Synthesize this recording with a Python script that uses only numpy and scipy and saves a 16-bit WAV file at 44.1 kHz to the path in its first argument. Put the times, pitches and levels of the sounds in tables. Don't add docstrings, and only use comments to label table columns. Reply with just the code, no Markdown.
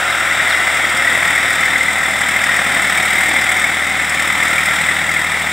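import sys
import numpy as np
from scipy import signal
from scipy.fft import rfft, irfft
from scipy.io import wavfile
from scipy.ndimage import uniform_filter1d, minimum_filter1d, map_coordinates

SR = 44100
rng = np.random.default_rng(int(sys.argv[2]) if len(sys.argv) > 2 else 0)


def nominal_scale(level):
    x = np.asarray(level, float) / 20
    return 10 ** x


def pcm_store(signal):
    levels = np.round(np.clip(np.atleast_2d(signal), -1, 1) * 32767)
    wavfile.write(sys.argv[1], SR, levels.astype(np.int16).T)


N = 243458
T_S = np.arange(N) / SR


def curve(rows):
    s, value = np.transpose(rows)
    return np.interp(T_S, s, value)


def evened(x):
    return x / np.sqrt(np.mean(x ** 2) + 1e-20)


def add(mix, s, sound):
    part = mix[round(s * SR):][:len(sound)]
    part += sound[:len(part)]


def drift(hz):
    knots = rng.standard_normal(400)
    steps = np.arange(0, N + 64, 64)
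    return np.interp(np.arange(N), steps, map_coordinates(knots, [steps / SR * hz], order=3))


def bursts(turns, share, rise, decay, uneven_db, cylinder_db):
    firing, place = np.floor(turns).astype(int) + 1, turns % 1
    strength_db = uneven_db * np.clip(rng.standard_normal(300), -2, 1.3) + np.resize(cylinder_db, 300)
    shape = (1 - np.exp(-(place / rise) ** 2)) * np.exp(-place / decay)
    shape = shape * nominal_scale(strength_db[firing])
    share = np.clip(share, 0, 1)
    return np.sqrt(1 - share + share * evened(shape) ** 2)


def repeating(turns, share):
    per_firing = rng.standard_normal((20, 1, 1100))
    per_cylinder = np.sqrt(.25) * rng.standard_normal((20, 3, 1100))
    habit = (per_firing + per_cylinder).reshape(20, -1)
    renew_s = .8
    age, place = T_S / renew_s, (turns % 3 * 1100).astype(int) % 3300
    old, fade = age.astype(int), np.pi / 2 * (age % 1)
    same = np.cos(fade) * habit[old, place] + np.sin(fade) * habit[old + 1, place]
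    return np.sqrt(share) * evened(same) + np.sqrt(1 - share) * rng.standard_normal(N)


def patchwork(shape, bins, frames):
    chance = rng.standard_normal(shape[::-1]).T
    return evened(uniform_filter1d(uniform_filter1d(chance, size=bins, axis=0), size=frames, axis=1))


def coloured(loudness, noise, spectrum, patchy_db, lift_db, lift_hz):
    hz, t, z = signal.stft(loudness * noise, SR, nperseg=1024, noverlap=768)
    patches = patchwork(z.shape, 7, 20)
    f, db = np.transpose(spectrum)
    colour_db = np.interp(np.log(hz + 1), np.log(f), db, left=-90, right=-90)[:, None]
    band = uniform_filter1d(1. * (hz > lift_hz[0]) * (hz < lift_hz[1]), size=5)[:, None]
    frame_lift_db = (lift_db * np.ones(N))[np.minimum(t * SR, N - 1).astype(int)]
    z = z * nominal_scale(colour_db + patchy_db * patches + band * frame_lift_db)
    return evened(signal.istft(z, nperseg=1024, noverlap=768)[1][:N])


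def panels(x, depth_db):
    _, _, z = signal.stft(x, SR, nperseg=4096, noverlap=3072)
    stripes = patchwork(z.shape, 3, 14)
    return evened(signal.istft(z * nominal_scale(depth_db * stripes), nperseg=4096, noverlap=3072)[1][:N])


def head_on():
    turn_s = 0.89
    return np.exp(-T_S / turn_s)


# (time [s], firing rate [Hz])
FIRING = [(0, 40.75), (.36, 40.05), (.71, 40.4), (1.15, 39.04), (1.72, 39.99), (2.32, 39.24), (2.59, 39.48),
          (2.97, 38.64), (3.42, 38.78), (3.84, 40.09), (4.27, 39.07), (4.67, 39.04), (5.04, 39.58),
          (5.52, 39.73)]


def crank():
    speed_hz = curve(FIRING)
    turns = -.04 + np.cumsum(speed_hz) / SR
    block_turns = turns + .09 + .017 * T_S
    free_speed_hz = 40.15
    return turns, block_turns, np.maximum(free_speed_hz - speed_hz, 0)


# (time [s], level [dB])
LEVEL = [(0, -16.5), (.5, -15), (.9, -15.5), (1.25, -15), (1.6, -15), (2, -16.5), (2.3, -16), (2.7, -15),
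         (3, -15), (3.6, -15.5), (3.85, -17), (4.15, -16.5), (4.45, -15.5), (4.8, -15.5), (5.05, -17),
         (5.52, -17)]


def distance_swing_db():
    level_db = curve(LEVEL)
    return level_db - level_db.mean()


# (multiple of firing rate [-], level at start [dB], midway [dB], at end [dB])
ORDER_TONES = [(1, -61, -57.5, -60), (2, -41.5, -40, -39), (3, -54, -62, -62), (4, -51, -47, -39),
               (5, -52, -42, -45), (6, -55, -56, -53), (7, -55, -48, -51), (8, -45, -52, -47),
               (9, -56, -63, -48), (10, -48, -50, -52), (13.67, -41, -52, -50), (14, -45, -43, -55),
               (16.67, -40, -43, -52), (19, -48, -38, -46), (20, -50, -40, -48)]


def exhaust(turns):
    out = np.zeros(N)
    for k, *levels_db in ORDER_TONES:
        waver_db, wander = .15 * k * drift(3), .012 * k * drift(5)
        level_db = np.interp(np.arange(N), [0, N / 2, N], levels_db) + waver_db
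        phase = 2 * np.pi * round(3 * k) / 3 * turns + wander
        out -= np.sqrt(2) * nominal_scale(level_db) * np.cos(phase)
    return out


# (frequency [Hz], density [dB per Hz])
RATTLE = [(650, -25), (1100, -24.5), (1290, -6.5), (1660, -9.5), (1810, -4.5), (2050, -2), (2180, -5.5),
          (2600, -15.5), (2920, -21), (3500, -13.5), (3670, -13), (4300, -32), (5590, -31.5), (9460, -120)]


def rattle(block_turns, share, load, swing_db):
    clatter = bursts(block_turns, .7 * share, .2, .28, 1.6, [1.2, -1.5, .8])
    lower_db = -2 + 6 * head_on()
    noise = coloured(clatter, repeating(block_turns, .2), RATTLE, 0.12, lower_db, (1100, 1600))
    return nominal_scale(-16.5 + swing_db + 0.5 * load) * panels(noise, 1.6)


# (time [s], peak [dB], ring [Hz])
KNOCKS = [(.2753, 1.5, 1850), (.3995, 7, 1890), (1.074, 8, 1950), (1.1518, 8, 2040), (1.2785, 3, 1880),
          (1.3778, 7, 1880), (1.6806, 7, 1813), (1.7335, 6, 2090), (1.7564, 9, 2060), (1.8088, 9.5, 2065),
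          (1.8841, 7, 2050), (1.9096, 6, 2060), (1.9565, 2, 2070), (2.2169, 5, 1990), (2.3615, 7, 2120),
          (2.4922, 3, 1935), (2.9796, 5, 2240), (3.1837, 7, 2095), (3.2331, 7, 2090), (3.2844, 8, 2160),
          (3.3643, 9, 2100), (3.49, 6.5, 2130), (3.6426, 7, 2190), (4.4258, 7, 2140), (4.581, 6.5, 2250),
          (4.8863, 7, 2006), (5.0913, 5, 2150), (5.1637, 6, 2100), (5.1921, 3.5, 1930), (5.243, 4, 2120)]


def firing_knocks(block_turns, swing_db):
    count = np.arange(1, int(block_turns[-1]))
    chance = rng.standard_normal((300, 2))[count]
    s = np.interp(count + .2 + .08 * chance[:, 0], block_turns, T_S)
    db = -5 + np.array([5, 4.1, -13])[count % 3] + swing_db[(s * SR).astype(int)]
    soft = np.transpose([s, db, 2050 + 91 * chance[:, 1]])
    free = abs(s[:, None] - np.array(KNOCKS)[:, 0]).min(1) > .012
    return list(KNOCKS) + list(soft[free])


def knocks(rows):
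    out, t = np.zeros(N), np.arange(1200) / SR
    envelope = (1 - np.exp(-t / .002)) * np.exp(-t / .0055)
    for (s, db, hz), (a, b) in zip(rows, rng.random((len(rows), 2))):
        lower_hz = hz * (0.75 + 0.296 * b)
        ring = np.sin(2 * np.pi * (hz * t + a)) + 0.39 * np.sin(2 * np.pi * (lower_hz * t + b))
        add(out, s - .001, nominal_scale(db - 7.0) * ring * envelope)
    return out


# (frequency [Hz], density [dB per Hz])
ROAR = [(53, -51), (90, -24), (119, -2.5), (300, -3), (450, -11.5), (540, -0.5), (600, -3.5), (767, 3),
        (853, -2), (1150, -1.5), (1500, -9.5), (2530, -120)]


def roar(block_turns, share, load, swing_db):
    surge = bursts(block_turns + 0.055, .5 * share, 0.38, 0.19, 6.0, [0, -1, .6])
    deep_db = -2.5 + load - 2.5 * head_on()
    noise = coloured(surge, repeating(block_turns, .1), ROAR, 0.23, deep_db, (80, 330))
    return nominal_scale(-26.5 + swing_db + 0.04 * load) * panels(noise, 1.35)


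# (frequency [Hz], density [dB per Hz])
PUFF = [(2470, -52), (4200, -27), (5360, -5), (6440, -6), (8210, 10.5), (10500, -10.5), (11800, -14.5),
        (14400, -10), (15800, -14)]


def puffs(block_turns, load):
    loudness = bursts(block_turns, 1.0, 0.31, 0.27, 1.9, [-1.2, .2, 1.2])
    return coloured(loudness, rng.standard_normal(N), PUFF, 1.2, 1.5 + 3 * load, (10000, 16000))


# (frequency [Hz], density [dB per Hz])
HISS = [(2470, -36), (4200, -54), (4340, -13), (5360, -3), (5990, -11.5), (6440, -10), (6800, -10.5),
        (7350, -1), (8210, -1), (10500, -15), (11800, -14.5), (14400, -14), (15800, -11)]


def spray(block_turns, share):
    loudness = bursts(block_turns, 0.38 * share, 0.1, 0.24, 15.0, [0, 0, 0])
    return coloured(loudness, rng.standard_normal(N), HISS, 0.96, -3, (10500, 16000))


def hiss(block_turns, share, load, swing_db):
    leak = np.clip(1.02 * share, 0, 1)
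    both = np.sqrt(1 - leak) * nominal_scale(0.9) * spray(block_turns, share)
    both += np.sqrt(leak) * puffs(block_turns, load)
    return nominal_scale(-29 + swing_db + 1.46 * load) * both


# (frequency [Hz], level [dB], fade start [s])
GEARS = [
    (2778, -34, .62),
    (2980, -41, .65),
    (3270, -35, .9),
    (1568, -34, 5),
]


def gears():
    out = np.zeros(N)
    for hz, db, until_s in GEARS:
        level_db = db + 1.5 * drift(6) - 40 * np.maximum(T_S - until_s, 0)
        out += nominal_scale(level_db) * np.cos(2 * np.pi * hz * T_S + .4 * drift(5))
    return out


# (start [s], length [s], top [Hz], bottom [Hz], peak [dB])
CHIRPS = [
    (.104, .036, 4100, 3280, -22),
    (.482, .064, 4480, 3050, -21.5),
]


def bird():
    out = np.zeros(N)
    for start_s, length_s, top_hz, bottom_hz, peak_db in CHIRPS:
        t = np.arange(0, length_s, 1 / SR)
        u = t / length_s
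        hz = top_hz + (bottom_hz - top_hz) * np.sin(np.pi / 2 * u ** 1.5) ** 2
        swell_db = peak_db - 21 * abs(u - .76) / .76
        flutter_db = 2.2 * np.cos(2 * np.pi * 95 * (t + start_s))
        ends = np.minimum(1, np.minimum(t, length_s - t) / .003)
        whistle = np.sin(2 * np.pi * np.cumsum(hz) / SR)
        add(out, start_s, np.sqrt(2) * nominal_scale(swell_db + flutter_db) * ends * whistle)
    return out


def scene():
    turns, block_turns, load = crank()
    swing_db = distance_swing_db()
    share = 0.23 + 0.19 * load - 0.01 * swing_db
    mono = exhaust(turns)
    mono += rattle(block_turns, share, load, swing_db)
    mono += knocks(firing_knocks(block_turns, swing_db))
    mono += roar(block_turns, share, load, swing_db)
    mono += hiss(block_turns, share, load, swing_db)
    mono += gears() + bird()
    return np.array([mono, mono])


# (centre [Hz], width [Hz], share to the left [-])
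PORTS = [
    (1950, 525, .22),
    (9660, 630, -0.25),
]


def ports(dry):
    side, hz_all = np.zeros(N), np.fft.rfftfreq(N, 1 / SR)
    for hz, width_hz, share in PORTS:
        reach = np.exp(-((hz_all - hz) / (1.6 * width_hz)) ** 4)
        resonance = share * reach / (1 + 2j * (hz_all - hz) / width_hz)
        side += irfft(resonance * rfft(dry[0]), N)
    return dry + np.array([side, -side])


def limited(pair):
    gain = np.minimum(1, .96 / (abs(pair).max(0) + 1e-9))
    return pair * uniform_filter1d(minimum_filter1d(gain, size=181), size=91)


def roll_off(x):
    return signal.sosfilt(signal.butter(12, 16590, fs=SR, output="sos"), x)


def record(dry):
    pair = limited(ports(dry))
    mix = irfft(rfft(pair) * (np.fft.rfftfreq(N, 1 / SR) < 15725), N)
    return roll_off(mix)


dry = scene()
out = record(dry)
pcm_store(out)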